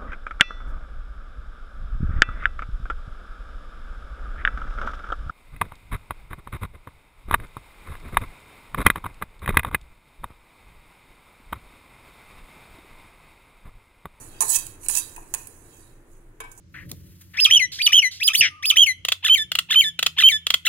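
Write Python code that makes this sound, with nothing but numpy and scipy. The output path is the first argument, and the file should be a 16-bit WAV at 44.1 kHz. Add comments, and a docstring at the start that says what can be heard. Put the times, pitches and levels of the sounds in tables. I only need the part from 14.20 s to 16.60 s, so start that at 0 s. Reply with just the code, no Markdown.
"""A brush is swept twice round the inside of a metal cake tin, close by in a small kitchen.
It knocks on the wall, then catches and slips in a bright scrape with a squeak, making the metal ring.
A second scrape follows with a fainter squeak, then soft strokes that die away.
At the end the tin is set down on the counter and nudged.
All along the kitchen rumbles and hums quietly, and the left microphone hears little treble."""
import sys
import numpy as np
from scipy import signal
from scipy.fft import rfft, irfft
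from scipy.io import wavfile
from scipy.ndimage import uniform_filter1d, minimum_filter1d

SR = 44100
rng = np.random.default_rng(int(sys.argv[2]) if len(sys.argv) > 2 else 0)


def to_wav(sig):
    """Store sig (one row per channel, or 1-D mono) as 16-bit WAV at the path in sys.argv[1].

    Samples outside -1..1 are clipped; the rate is SR.
    """
    pcm = np.clip(np.atleast_2d(sig), -1, 1) * 32767
    pcm = np.round(pcm).astype(np.int16)
    wavfile.write(sys.argv[1], SR, pcm.T)  # frames by channels


N = 105840
T = np.arange(N) / SR
RING_T = T[:N // 6]  # time since a tap, in seconds


def tin():
    """Brush and counter shake the tin: its thin wall sounds bright, its whole body sounds lower."""
    grit, bristles = slips(spread_db=5.5), slips(spread_db=2)
    rub_wall, rub_body = rubbing(grit, bristles)
    knock_snap, knock_wall, knock_body = brush_knocks()
    bump_snap, bump_wall, bump_body = counter_bumps()
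    bright = travelling(rub_wall + knock_wall + bump_wall, wall_response)
    bright += knock_snap + bump_snap + squeaks()
    body = travelling(rub_body + knock_body, body_response)
    body += through(bump_body, body_response(on_base=True))
    return bright, body + rasps(grit)


# How hard the brush presses in the two scrapes, one list each: time_s, force_db
SCRAPE_FORCES = [
    [(.207, -23.5), (.238, -23.5), (.278, -27), (.29, -18), (.318, -17.5), (.352, -13), (.366, -12.5),
     (.374, -25), (.393, -26), (.41, -36), (.49, -43.5), (.56, -57)],
    [(.60, -54.5), (.655, -32), (.68, -53.5), (.69, -21), (.745, -23.5), (.763, -21), (.78, -15),
     (.80, -25), (.815, -33), (.86, -42), (.93, -52)],
]
# How hard it presses in the soft strokes: time_s, force_db
STROKE_FORCE = [(0, -39.5), (.12, -51), (.19, -52), (.58, -58.5), (.92, -46), (1.0, -48.5), (1.04, -53),
                (1.13, -50.5), (1.18, -40.5), (1.25, -47), (1.42, -54), (1.61, -51), (1.72, -61),
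                (1.85, -70.5), (1.92, -58.5), (2.0, -64.5), (2.13, -72.5), (2.4, -54)]


def rubbing(grit, bristles):
    """Pressing harder makes the slips stronger; returns the push on the wall and on the body."""
    hard = sum(curve(scrape) for scrape in SCRAPE_FORCES)
    soft = curve(STROKE_FORCE)
    wall = hard * grit + soft * bristles
    body = undb(-30) * hard ** 0.93 * grit  # the body grows more slowly than the hiss
    body += undb(-15.5) * soft * bristles
    return wall, body


def slips(spread_db, slips_per_s=5000, judder_db=1.2):
    """Bristles catch and let go: tiny clicks of uneven size that come in juddering bunches."""
    clicks = (rng.random(N) < slips_per_s / SR) * rng.choice([-1, 1], N)
    clicks = clicks * undb(spread_db * rng.standard_normal(N) + judder_db * wander(390))
    return clicks / clicks.std()


# The brush hitting the wall: start_s, tick_db, body_db, chatter_decay_s, hardness_db
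BRUSH_KNOCKS = [(.2062, -5, -27, 0.0013, -3.5), (.2140, -15, -39.5, 0.0036, -2.5),
                (.2215, -16.5, -31.5, 0.0053, -8.5), (.2305, -24.5, -39, 0.001, -4.5),
                (.4665, -28.5, -51.5, 0.0017, 5), (.6345, -43, -55.5, 0.00046, 2),
                (.6615, -31, -50, .004, 13), (.6850, -12, -45.5, 0.00078, 8),
                (.6935, -28, -38.5, 0.0016, 11.5), (.7518, -13, -57, 0.0028, 17),
                (.8840, -51.5, -68, 0.0031, -5), (.9622, -34.5, -50.5, 0.003, 6),
                (.9790, -56, -49.5, 0.0017, -24), (1.1394, -14.5, -36.5, 0.00017, 11.5),
                (1.1470, -20.5, -43, 0.001, 2), (1.2715, -32.5, -58, .001, -3)]


def brush_knocks():
    """The brush knocks against the wall on its way round."""
    return blows(BRUSH_KNOCKS)


# Squeaks of the brush: peak_s, pitch_hz, level_db, fade_s
BRUSH_SQUEAKS = [(0.305, 7760, -14.5, 0.01), (.308, 10350, -21, .008), (.783, 2640, -34, 0.0076)]


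def squeaks(waver=0.0027):
    """The brush locks on to one note of the tin: a short, wavering tone swells and fades."""
    sound = np.zeros(N)
    for peak_s, pitch_hz, level_db, fade_s in BRUSH_SQUEAKS:
        swell = np.exp(-np.abs(T - peak_s) / fade_s)
        sound += undb(level_db) * swell * tone(pitch_hz * (1 + waver * wander(400)))
    return sound


# Swells of dragging: peak_s, level_db, width_s
RASP_SWELLS = [(0.307, -50, 0.11), (.362, -39, .022), (0.78, -40.5, 0.04), (1.58, -66, 0.1)]
# The notes that dragging sets ringing: pitch_hz, ring_s, level_db
RASP_NOTES = [(1587, .025, -3.5), (2590, .03, -6), (3210, .04, -3.5), (3713, 0.053, 0), (3864, .04, -5),
              (4320, .03, -7), (4770, .03, -6.5), (5200, 0.034, -7.5)]


def rasps(grit):
    """The brush drags off the wall, and its slips stir up short, rough notes."""
    drag = sum(undb(level_db) * np.exp(-((T - peak_s) / width_s) ** 2 / 2)
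               for peak_s, level_db, width_s in RASP_SWELLS)
    return travelling(drag * grit, lambda: ring(RASP_NOTES, spread_db=9.5))


# The base meeting the counter: start_s, tick_db, body_db, chatter_decay_s, hardness_db
COUNTER_BUMPS = [(2.2030, -31.5, -33.5, 0.0058, -1.5), (2.2380, -48.5, -45, 0.012, 0),
                 (2.3155, -38, -62, 0.0086, -6), (2.3760, -39.5, -61, 0.0087, -12),
                 (2.3880, -48, -65, 0.0055, -14)]


def counter_bumps():
    """The tin bumps the counter as it is set down and nudged."""
    return blows(COUNTER_BUMPS)


def blows(table, strike_share=0.57, snap_hz=7480, snap_s=0.00085, snap_db=-14):
    """Each blow strikes, then chatters; returns the snap and the pushes on the wall and the body."""
    snap, wall, body = np.zeros((3, 2 * N))
    size = np.sqrt(SR / 100)  # a blow holds the energy of 10 ms of steady sound
    strike = np.sqrt(strike_share) * signal.unit_impulse(len(RING_T))
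    ping = unit(np.sin(2 * np.pi * snap_hz * RING_T) * np.exp(-RING_T / snap_s))
    crack = np.sqrt(strike_share) * unit(ping + unit(colour(strike, CLICK_COLOUR)))
    for start_s, tick_db, body_db, chatter_decay_s, hardness_db in table:
        burst = rng.standard_normal(len(RING_T)) * np.exp(-RING_T / chatter_decay_s)
        chatter = np.sqrt(1 - strike_share) * unit(burst)
        tilt = [(700, -hardness_db / 2), (2600, hardness_db / 2)]  # harder blows favour high notes
        span = slice(int(start_s * SR), int(start_s * SR) + len(RING_T))
        snap[span] += size * undb(tick_db + snap_db) * crack
        wall[span] += size * undb(tick_db) * chatter
        body[span] += size * undb(body_db) * colour(strike + chatter, tilt)
    return snap[:N], wall[:N], body[:N]


def travelling(force, response, places=4, step_s=0.05):
    """The brush moves from place to place, and each place rings with its own mix of notes."""
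    distances = [np.abs((T / step_s - place) % places - places / 2) for place in range(places)]
    return sum(through(force * np.sqrt(np.maximum(1 - away, 0)), response()) for away in distances)


# Tone colour of a touch on the wall: pitch_hz, level_db
CLICK_COLOUR = [(300, -43), (1500, -38), (2800, -24), (3700, -20), (5300, -12), (6200, -5), (7800, 3),
                (9200, 1), (10300, 3), (12800, -3), (14500, -9), (15600, -4.5)]
# High notes of the thin wall: pitch_hz, ring_s, level_db
WALL_NOTES = [(6990, 0.064, 0.5), (7250, .1, 1), (7890, 0.13, -1), (7900, 0.14, -10), (7950, .1, -16.5),
              (8128, 0.12, 0.5), (8500, 0.12, -1.5), (8470, 0.14, -4), (8420, .1, -10.5), (9176, .1, -2),
              (9885, .08, 11), (10410, .08, -5.5), (9600, 0.093, 3), (10570, 0.13, -4.5)]


def wall_response():
    """One tap on the thin wall gives a bright click and a short ring."""
    click = noise_tail(ring_s=0.015)
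    click[:, 0] += undb(-6.5)  # the sharp first instant of the touch
    ringing = undb(-5.5) * ring(WALL_NOTES, spread_db=7)
    return unit(unit(colour(click, CLICK_COLOUR)) + ringing)


# Notes of the whole tin: pitch_hz, ring_s, hit_on_wall_db, hit_on_base_db
BODY_NOTES = [(441.4, 0.31, 1, 1), (737.4, 0.077, -9.5, -10), (823, .16, -4, -6.5), (893, 0.061, -1.5, -7),
              (993, .15, -6.5, -6.5), (1058, 0.0783, 1, -10), (1248, .25, -17, -9.5), (1555, 0.5, -14, 0),
              (1795, .16, -8, -1), (2256, 0.41, -19.5, -5.5), (2278, .2, -21, 0), (2478, .24, -22.5, -7),
              (2710, .07, -16, -13), (3060, 0.21, -24, -10.5), (3380, 0.18, -16, -22), (4033, .15, -4, -12),
              (5050, .2, -28.5, -17), (5400, 0.25, -29.5, -13)]
# Tone colour of the tin's thud: pitch_hz, level_db
THUD_COLOUR = [(100, -30.5), (220, -26.5), (400, -4.5), (560, -12.5), (720, -1.5), (1000, 6.5),
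               (1300, -10.5), (1750, -1), (2100, -11.5), (2550, -1), (3000, -12), (4500, -19.5),
               (9000, -41)]


def body_response(on_base=False):
    """One tap makes the whole tin thud and ring; standing free, it rings more than in the hand."""
    notes = [(hz, ring_s, base_db if on_base else wall_db) for hz, ring_s, wall_db, base_db in BODY_NOTES]
    ring_db, spread_db = (-1, 0) if on_base else (-5.5, 7)
    ringing = undb(ring_db) * ring(notes, spread_db)
    thud = unit(colour(noise_tail(ring_s=0.06), THUD_COLOUR))
    return undb(-0.5) * thud + ringing


def ring(notes, spread_db):
    """Metal rings as a set of fading pure tones, their levels scattered by spread_db."""
    sound = np.zeros((2, len(RING_T)))
    for pitch_hz, ring_s, level_db in notes:
        chance = rng.standard_normal((3, 1))
        phase = chance[:2] * min(pitch_hz / 900, 2)  # high notes differ more from left to right
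        note = unit(fade(ring_s) * np.sin(2 * np.pi * pitch_hz * RING_T + phase))
        sound += undb(level_db + spread_db * chance[2]) * note
    return unit(sound)


def room_echo(bright, body, ring_s=0.37, build_s=0.093):
    """The kitchen's echo builds and dies away, stronger for the tin's body than for its bright wall."""
    echo = unit(noise_tail(ring_s) * (1 - fade(build_s)))
    return through(undb(-18) * bright + undb(-8.5) * body, echo)


# Tone colour of the kitchen's background noise: pitch_hz, level_db
AIR_COLOUR = [(12, -19), (20, 3), (27, 9), (33, -17.5), (44, -21.5), (65, -14), (120, -12), (200, -24),
              (330, -16), (470, -22.5), (700, -29), (1800, -33.5), (3100, -46), (6000, -55.5), (16000, -51)]
# How that noise slowly sinks: time_s, level_db
AIR_LOUDNESS = [(0, -44), (.5, -45.5), (1.2, -47.5), (1.7, -50), (2.4, -52.5)]


def kitchen_air(wide_above_hz=1200):
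    """A low rumble, alike on both sides, with a hiss that spreads wider."""
    middle, side = colour(rng.standard_normal((2, N)), AIR_COLOUR)
    keep_highs = signal.butter(1, wide_above_hz, "high", fs=SR, output="sos")
    side = signal.sosfilt(keep_highs, side) + 0.08 * side
    return np.array([middle + side, middle - side]) / middle.std() * curve(AIR_LOUDNESS)


# Tones of the kitchen's hum: pitch_hz, level_db
HUM_TONES = [(112, -66), (339, -66.5)]


def kitchen_hum():
    """Two faint, low tones waver in level and pitch."""
    return sum(undb(db + wander(4.7)) * tone(hz + 5 * wander(38)) for hz, db in HUM_TONES)


def undb(db):
    """Turn decibels into a number to multiply by."""
    return 10 ** (np.asarray(db) / 20)


def unit(x):
    """Scale each channel to an energy of 1."""
    return x / np.sqrt(np.sum(x ** 2, axis=-1, keepdims=True))


def curve(points):
    """A level that follows (time_s, level_db) points and is silent outside them."""
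    return undb(np.interp(T, *np.array(points).T, left=-200, right=-200))


def colour(x, points):
    """Turn lows and highs up or down along (pitch_hz, level_db) points."""
    hz, db = np.array(points).T
    n = x.shape[-1]
    grid_hz = np.arange(n + 1) * SR / (2 * n)
    gain = undb(np.interp(np.log(grid_hz + 1), np.log(hz), db))
    cepstrum = irfft(np.log(gain))
    cepstrum[1:n] *= 2  # folded so that nothing sounds before its cause
    cepstrum[n + 1:] = 0
    return irfft(rfft(x, 2 * n) * np.exp(rfft(cepstrum)))[..., :n]


def through(x, response):
    """Let every sample of x set off a copy of the response to one tap."""
    return signal.fftconvolve(np.atleast_2d(x), response, axes=-1)[:, :N]


def fade(ring_s):
    """Die away by 60 dB in ring_s seconds."""
    return np.exp(-np.log(1000) * RING_T / ring_s)


def noise_tail(ring_s):
    """Countless close notes dying together, different at each microphone."""
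    return unit(rng.standard_normal((2, len(RING_T))) * fade(ring_s))


def wander(turns_per_s):
    """A random drift of about 1 either way."""
    return np.interp(T * turns_per_s, np.arange(N // 10), rng.standard_normal(N // 10))


def tone(pitch_hz):
    """A pure tone of power 1 that follows a changing pitch."""
    return np.sqrt(2) * np.sin(2 * np.pi * np.cumsum(pitch_hz) / SR)


# How well each microphone hears lows and highs: pitch_hz, gain_db
LEFT_MIC = [(300, -1), (1100, 3.5), (1800, 0), (2600, 4), (3500, -1), (4500, -12.5), (7000, -19.5),
            (16000, -20.5)]
RIGHT_MIC = [(300, -3.5), (1100, -1), (1800, 2), (2600, 0), (3500, 3.5), (16000, -0.5)]


def scene():
    """The tin and its echo as each microphone hears them, over the quiet kitchen."""
    bright, body = tin()
    left, right = bright + body + room_echo(bright, body)
    return np.array([colour(left, LEFT_MIC), colour(right, RIGHT_MIC)]) + kitchen_air() + kitchen_hum()


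def record(dry, ceiling=0.75, react_s=0.00033, top_hz=15650):
    """A fast limiter holds down the loudest peaks, and the highest treble is cut."""
    window = int(react_s * SR) + 1
    needed_gain = ceiling / np.maximum(np.abs(dry).max(axis=0), ceiling)
    gain = uniform_filter1d(minimum_filter1d(needed_gain, 2 * window), window)
    return signal.sosfilt(signal.ellip(10, .2, 80, top_hz, fs=SR, output="sos"), dry * gain)


dry = scene()
out = record(dry)
to_wav(out)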